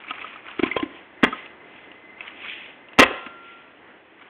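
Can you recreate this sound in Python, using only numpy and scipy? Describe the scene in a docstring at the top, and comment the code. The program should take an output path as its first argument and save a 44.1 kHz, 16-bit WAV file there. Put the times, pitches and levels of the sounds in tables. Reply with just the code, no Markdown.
"""Splitting firewood on a lawn

A billet topples and clatters against the pile, then the axe falls twice: a short chop, and a harder
one that tears the log open and leaves the steel head ringing. The grain gives way in quick jerks, each
a volley of snapping fibres. Boots and clothes rustle between blows, twigs snap, the yard echoes over
soft air and a thin whine, and a narrow-band microphone overloads on the chops."""
import sys
import numpy as np
from scipy import signal
from scipy.fft import rfft, irfft
from scipy.io import wavfile
from scipy.ndimage import uniform_filter1d

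SR = 44100
rng = np.random.default_rng(int(sys.argv[2]) if len(sys.argv) > 2 else 0)


def wrap_up_sound(samples):
    """Save the sound to the file named by the first command line argument, as 16-bit audio."""
    columns = np.atleast_2d(samples).T
    # keep every value between -1 and 1, then stretch to whole-number steps
    tamed = np.clip(columns, -1, 1)
    steps = np.round(tamed * 32767).astype(np.int16)
    wavfile.write(sys.argv[1], SR, steps)


N = 189189
TIME = np.arange(N) / SR
HIT_TIME = TIME[:SR // 4]


def amp(db):
    """Decibels to gain."""
    return 10 ** (np.asarray(db) / 20)


def unit_rms(x):
    """Scales to rms 1."""
    return x / np.sqrt(np.mean(x ** 2) + 1e-20)


def decay(t, t60):
    """A fade that is 60 dB down after t60 seconds."""
    return np.exp(-np.log(1000) * t / t60)


def curve_at(points, hz):
    """Joins (Hz, value) points by straight lines over log frequency."""
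    point_hz, value = np.transpose(points)
    return np.interp(np.log(hz + 1), np.log(point_hz + 1), value)


def add(mix, start, sound):
    """Mixes a sound in at a start time in seconds."""
    part = mix[max(round(start * SR), 0):][:len(sound)]
    part += sound[:len(part)]


def equalise(x, db_at):
    """Minimum-phase EQ whose gain in dB is db_at(Hz)."""
    hz = abs(np.fft.fftfreq(4096, 1 / SR))
    log_gain = np.log(amp(db_at(hz)))
    response = np.exp(np.conj(signal.hilbert(log_gain)))
    taps = np.fft.ifft(response).real[:2048]
    return signal.oaconvolve(x, taps)[:len(x)]


def wander(top_hz):
    """Random drift of rms 1, no faster than top_hz."""
    slow = np.fft.rfftfreq(N, 1 / SR) < top_hz
    return unit_rms(irfft(rfft(rng.standard_normal(N)) * slow, N))


def bell(hz, centre_hz, octaves):
    """EQ bell from 0 to 1: the spot that is struck favours one region of pitch."""
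    return np.exp(-.5 * (np.log2((hz + 1) / centre_hz) / octaves) ** 2)


# The tone of the open air. Each row: frequency in Hz, gain in dB.
AIR_EQ = [(25, -26.5), (80, -10.5), (150, -10), (320, 1), (470, -3), (700, -4), (1270, -7), (1950, -3.5),
          (2300, -11), (3400, -19), (4400, -18)]


def air(level_db=-48.5):
    """A soft, drifting outdoor wash that sinks a little near the end."""
    wash = unit_rms(equalise(rng.standard_normal(N), lambda hz: curve_at(AIR_EQ, hz)))
    drift_db = wander(4.5) + np.interp(TIME, [2.9, 3.8], [1.5, -.3])
    return amp(level_db + drift_db) * wash


# The fader ride of the whine. Each row: time in seconds, level in dB.
WHINE_LEVELS = [(0, -75), (1.0, -67), (1.4, -42.5), (1.55, -54), (2.1, -52.5), (2.8, -55), (3.2, -53.5),
                (4.29, -77.5)]


def whine(centre_hz=2056, waver_hz=20):
    """A thin, wavering tone that comes and goes."""
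    level_db = np.interp(TIME, *np.transpose(WHINE_LEVELS)) + 4.3 * wander(30)
    hz = centre_hz + waver_hz * wander(59.87)
    return amp(level_db) * np.sin(2 * np.pi * np.cumsum(hz) / SR)


# Echoes off trees and stacked logs. Each row: frequency in Hz, far tail's t60 in seconds, gain in dB.
ECHO_BANDS = [(80, 0.2, 9), (300, 0.33, 5), (800, 0.66, 3.5), (2012, 0.55, 3.5), (3396, 0.71, 0.5)]


def yard_echo(x, predelay_s=.027, far_db=-19.5, near_db=-19, near_t60=0.05):
    """Nearby log stacks answer in a short burst; a thin scatter from farther off lingers."""
    bands = np.array(ECHO_BANDS)
    t60_curve, eq_curve = bands[:, :2], bands[:, ::2]
    scatter = rng.choice([-1., 1.], SR) * (rng.random(SR) < 2000 / SR)
    hz, frame_s, spectra = signal.stft(scatter, SR, nperseg=256)
    spectra = spectra * decay(frame_s, curve_at(t60_curve, hz)[:, None])
    far = signal.istft(spectra, SR, nperseg=256)[1][:SR]
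    near = rng.standard_normal(SR) * (rng.random(SR) < 900 / SR) * decay(TIME[:SR], near_t60)
    echoes = amp(far_db) * far / np.linalg.norm(far) + amp(near_db) * near / np.linalg.norm(near)
    echoes = equalise(echoes, lambda hz: curve_at(eq_curve, hz))
    out = np.zeros(N)
    add(out, predelay_s, signal.fftconvolve(x, echoes))
    return out


def gestures(rows, rise_s, curve, depth_db=21.5):
    """Envelope of movements: each climbs depth_db in rise_s and sinks as far in its own fade time."""
    power = np.zeros(N)
    for peak_s, db, fade_s in rows:
        from_peak = np.maximum((peak_s - TIME) / rise_s, (TIME - peak_s) / fade_s)
        power += amp(db - depth_db * np.minimum(abs(from_peak) ** curve, 10)) ** 2
    return np.sqrt(power)


def rustle(eq, slips_per_s, flutter_db, spread_db, ring_cycles, bands=30):
    """Tiny slips, each a click that rings briefly at its own pitch; flutter bunches them in clumps."""
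    slips = np.zeros(N)
    for hz in np.linspace(200, 4400, bands) + rng.uniform(-50, 50, bands):
        place, size, side = rng.random((int(slips_per_s * N / SR / bands), 3)).T
        sizes = np.sign(side - .5) * amp(spread_db * np.minimum(-np.log(size), 4))  # a few stand out
        clicks = np.bincount((place * N).astype(int), sizes, N)
        pole = np.exp((2j * np.pi - 1 / ring_cycles) * hz / SR)
        ringing = signal.lfilter([pole.imag], [1, -2 * pole.real, abs(pole) ** 2], clicks + 1e-18)
        slips += np.sqrt(hz) * ringing
    slips *= amp(flutter_db * wander(45))
    return unit_rms(equalise(slips, lambda hz: curve_at(eq, hz)))


# The crunch of grass and chips. Each row: frequency in Hz, gain in dB.
GRASS_EQ = [(100, -14), (300, -34), (500, -18), (850, -7), (1260, -0.5), (1650, -4), (2480, 2.5),
            (3400, -8.5), (4400, -14.5)]
# Footsteps. Each row: moment of full weight in seconds, level in dB, fade in seconds.
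FOOTSTEPS = [(.022, -39, 0.072), (.10, -35.5, 0.03), (.17, -36, 0.38), (.487, -38.5, 0.18),
             (.67, -31.5, 0.11), (2.225, -40, 0.046), (2.28, -36.5, .075), (2.455, -35.5, 0.076),
             (4.22, -46.5, 0.15)]


def boots():
    """Boots press crisply into grass and chips."""
    weight = gestures(FOOTSTEPS, rise_s=0.068, curve=1.17)
    return weight * rustle(GRASS_EQ, slips_per_s=4000, flutter_db=2.5, spread_db=4, ring_cycles=3.4)


# The tone of rubbing fabric. Each row: frequency in Hz, gain in dB.
CLOTH_EQ = [(100, -12.5), (260, -21), (550, -21), (1200, -16.5), (1800, -3), (2550, 4), (3400, -2.5),
            (4400, -15.5)]
# Body movements. Each row: fastest moment in seconds, level in dB, fade in seconds.
SWISHES = [(.28, -41, 0.11), (.97, -46, 0.14), (1.385, -40.5, 0.13), (1.77, -48.5, 0.29), (2.50, -32, 0.23),
           (2.66, -40, 0.09), (3.48, -48, 0.41)]


def clothes(rest_db=-61):
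    """Sleeves and trousers swish as the axe is hauled about, and are never quite still."""
    motion = np.hypot(gestures(SWISHES, rise_s=0.18, curve=1.025), amp(rest_db))
    return motion * rustle(CLOTH_EQ, slips_per_s=7000, flutter_db=0, spread_db=2.5, ring_cycles=6.1)


def thud(db, hz, crest_s, steepness=1.15):
    """Wood rocks against soft ground: a low note that swells to a crest and is quickly smothered."""
    progress = (HIT_TIME / crest_s) ** steepness
    return amp(db) * progress * np.exp(1 - progress) * np.sin(2 * np.pi * hz * HIT_TIME)


# The tone of tearing grain. Each row: frequency in Hz, gain in dB.
GRAIN_EQ = [(30, -23), (70, -13.5), (170, -20), (260, 1), (500, 0), (700, 0), (1100, -5), (2000, -0.5),
            (2700, -1.5), (3500, -3), (4200, -9)]
# Narrow peaks and dips that colour the chop's crack.
# Each row: frequency in Hz, gain in dB before scaling by peak_share.
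CRACK_COLOUR_PEAKS = [(590, 3), (850, 6.5), (1049, 13.5), (1255, 11), (1480, 1), (1610, 3.5), (1765, -1.5),
                      (1930, 11.5), (2080, 5), (2430, 4), (2700, 8.5), (3010, -15), (3270, 7.5),
                      (3476, -3.5)]


def crack(db, t60, bright_hz, first_snap, peak_share=0, lift_db=7, octaves=0.1):
    """One leading snap, then a dying volley of fibres; peak_share sets the colour peaks' strength."""
    def tone_db(hz, width_hz=45):
        peaks_db = sum(gain / (1 + ((hz - at) / width_hz) ** 2) for at, gain in CRACK_COLOUR_PEAKS)
        return curve_at(GRAIN_EQ, hz) + peak_share * peaks_db + lift_db * bell(hz, bright_hz, octaves)

    fibres = rng.random(len(HIT_TIME)) < 5000 / SR  # snaps per second
    polarity = np.sign(rng.standard_normal(len(HIT_TIME)))
    envelope = decay(HIT_TIME, t60)
    snaps = polarity * (fibres + first_snap * (HIT_TIME == 0)) * envelope
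    sound = equalise(snaps, tone_db)
    return amp(db) * sound * np.linalg.norm(envelope) / (np.linalg.norm(sound) + 1e-12)


# Twigs and chips breaking. Each row: start in seconds, level in dB.
TWIG_SNAPS = [(.1080, -20), (0.799, -23), (1.4596, -30.5), (1.9153, -36), (2.8857, -37), (2.9328, -34.5)]


def twigs():
    """Twigs and chips snap with small, dry, bright cracks."""
    out = np.zeros(N)
    for start, db in TWIG_SNAPS:
        add(out, start, crack(db, t60=.028, bright_hz=2750, first_snap=.63, lift_db=13))
    return out


# The woody ring of a billet. Each row: frequency in Hz, relative level in dB, t60 in seconds.
BILLET_MODES = [(697, -3, 0.039), (1037, -7.5, 0.1), (1274, -4, 0.039), (1550, -13, 0.022),
                (1880, -14.5, 0.025), (2078, 2.5, 0.027), (2300, -6.5, 0.059), (2600, -4.5, 0.027),
                (2700, -1.5, 0.0028), (3254, -8, 0.047), (3273, -22, 0.014)]


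def billet_ring(db, bright_hz, contact_s, lift_db, octaves, detune):
    """A billet's modes build up during the contact; no two pieces are tuned quite alike."""
    hz, mode_db, t60 = np.transpose(BILLET_MODES)[:, :, None]
    phase, offset = rng.uniform(-0.72, 1, (2, len(BILLET_MODES), 1))
    gains = amp(mode_db + lift_db * bell(hz, bright_hz, octaves))
    tones = np.sin(2 * np.pi * hz * (1 + detune * offset) * HIT_TIME + np.pi * phase)
    attack = 1 - np.exp(-(HIT_TIME / contact_s) ** 2)
    sound = (gains * decay(HIT_TIME, t60) * tones).sum(0) * attack
    peak = np.sqrt(2 * uniform_filter1d(sound ** 2, size=128).max())
    return amp(db) * sound / peak


# Short knocks of wood, some close after a landing. Each row: start in seconds, ring level in dB, bright spot in
# Hz, contact in seconds.
PILE_KNOCKS = [ (0.0837, -26.5, 2500, 0.00021), (0.1070, -22.5, 1370, 0.0036), (0.212, -29, 2600, .004),
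               (0.2433, -25.5, 1280, 0.0011), (0.3584, -31.5, 1340, 0.00067), (0.6430, -25, 950, 0.0016),
               (0.713, -16.5, 2110, 0.0024), (0.7660, -21, 1040, 0.0011), (0.7710, -23.5, 3180, 0.00067),
               (0.7912, -26, 1020, 0.0039), (1.3250, -20.5, 1300, .005), (2.206, -24.5, 2610, 0.00078),
               (3.0350, -11, 2640, .001)]


def knocks():
    """Short wooden knocks: mostly ring, with a little scrape and thud."""
    out = np.zeros(N)
    for start, db, bright_hz, contact_s in PILE_KNOCKS:
        add(out, start, billet_ring(db, bright_hz, contact_s, lift_db=19, octaves=.17, detune=.015))
        add(out, start, crack(db - 14, .04, bright_hz, first_snap=.4))
        add(out, start, thud(db - 21, hz=323, crest_s=0.0043, steepness=2.15))
    return out


# Wood dropping on turf. Each row: start in seconds, thud level in dB, thud pitch in Hz,
# thud attack in seconds, clatter level in dB, bright spot in Hz.
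TURF_LANDINGS = [ (0.592, -14, 338, 0.0053, -22.5, 1400), (0.6310, -8, 312, 0.0052, -15.5, 2210),
                 (0.7637, -11, 447, 0.0028, -17.5, 2320), (0.8245, -15.5, 300, 0.0092, -25, 2080),
                 (3.106, -23, 410, 0.0045, -29.5, 2800), (3.2630, -31.5, 290, 0.0061, -31, 1270)]


def landings(brush_lead_s=0.0045):
    """A billet brushes the grass, then lands with a clatter, a thud and a low push on the ground."""
    out = np.zeros(N)
    for start, thud_db, thud_hz, crest_s, clatter_db, bright_hz in TURF_LANDINGS:
        contact_s = 0.48 * crest_s  # a softer landing starts the ring more slowly
        ring = billet_ring(clatter_db - 3, bright_hz, contact_s, lift_db=13, octaves=.15, detune=.0067)
        add(out, start, ring)
        add(out, start, crack(clatter_db, 0.062, bright_hz, first_snap=0.45))
        add(out, start - brush_lead_s, crack(clatter_db - 9, 0.016, bright_hz, first_snap=.1))
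        add(out, start, thud(thud_db, thud_hz, crest_s, steepness=2.05))
        add(out, start, thud(thud_db - 19.5, hz=101, crest_s=0.0023))
    return out


# The ring of the steel head. Each row: frequency in Hz, level in dB, t60 in seconds.
STEEL_MODES = [(1377, -39, 4.3), (1450, -54, 1.2)]


def axe_head(free_s=3.03, grip_s=3.56, grip_db_per_s=72):
    """Two close modes beat from the moment the head comes free until a firmer grip damps them."""
    out = np.zeros(N)
    for hz, db, t60 in STEEL_MODES:
        add(out, free_s, amp(db) * decay(TIME, t60) * np.sin(2 * np.pi * hz * TIME))
    return out * amp(-grip_db_per_s * np.maximum(TIME - grip_s, 0))


# The grain giving way: once in the first chop, twice in the second (the bite, then the tear).
# Each row: start in seconds, gap between jerks in seconds, strongest crack in dB, drop in dB per jerk
# away from it, crack t60 in seconds, bright spot in Hz, lift there in dB, thud level in dB,
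# thud pitch in Hz, thud attack in seconds.
GRAIN_SPLITS = [ (1.2324, 0.0048, -5, 1.63, 0.029, 1500, 8, -6, 263.4, 0.0029),
                (2.9880, .0052, 2.5, 3, 0.054, 1080, 3.5, -6.5, 273.4, 0.0059),
                (3.0173, 0.0057, -4.5, 0.7, 0.035, 900, 0.5, -6, 443, 0.002)]


def chops(jerks=4, breaking_jerk=2, touch_lead_s=0.0058):
    """The edge touches the bark, then evenly spaced jerks build until the wood breaks."""
    out = np.zeros(N)
    for start, gap, crack_db, drop_db, t60, bright_hz, lift_db, thud_db, thud_hz, crest_s in GRAIN_SPLITS:
        touch = crack(crack_db - 20.5, t60=0.041, bright_hz=2030, first_snap=.7, peak_share=0.57)
        add(out, start - touch_lead_s, touch)
        add(out, start, thud(thud_db, thud_hz, crest_s))  # the log rocks
        add(out, start, thud(crack_db - 19.5, hz=70, crest_s=0.0053))  # and pushes the ground
        for jerk in range(jerks):
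            jerk_s = start + jerk * gap
            spent_db = 3 * (jerk > breaking_jerk)
            db = crack_db - drop_db * abs(jerk - breaking_jerk) - spent_db
            tear = crack(db, t60, bright_hz, first_snap=2, peak_share=.66, lift_db=lift_db, octaves=.39)
            add(out, jerk_s, tear)
            if jerk:  # later jerks jolt the log less and less
                add(out, jerk_s, thud(thud_db - 8 * jerk, hz=410, crest_s=.0024))
    return out


def scene():
    """The wood with its echoes, the ringing steel, the woodcutter and the open air, in mono."""
    wood = chops() + landings() + knocks() + twigs()
    return (wood + yard_echo(wood) + axe_head() + boots() + clothes() + air() + whine())[None]


# The microphone's weak bass and steep treble edge. Each row: frequency in Hz, gain in dB.
MICROPHONE_EQ = [(20, -12), (70, -1), (165, -1.5), (235, 0), (3400, -0.5), (3700, -10.5), (4050, -15),
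                 (4450, -30.5), (4900, -80.5)]


def record(dry, ceiling=.71, lowpass_hz=15900):
    """A narrow-band microphone, then hard overload, which alone makes the high treble of the chops."""
    narrow = equalise(dry[0], lambda hz: curve_at(MICROPHONE_EQ, hz))
    clipped = np.clip(narrow, -ceiling, ceiling)
    lowpass = signal.firwin(511, lowpass_hz, window=("kaiser", 9), fs=SR)
    return signal.oaconvolve(clipped, lowpass, "same")[None]


dry = scene()
out = record(dry)
wrap_up_sound(out)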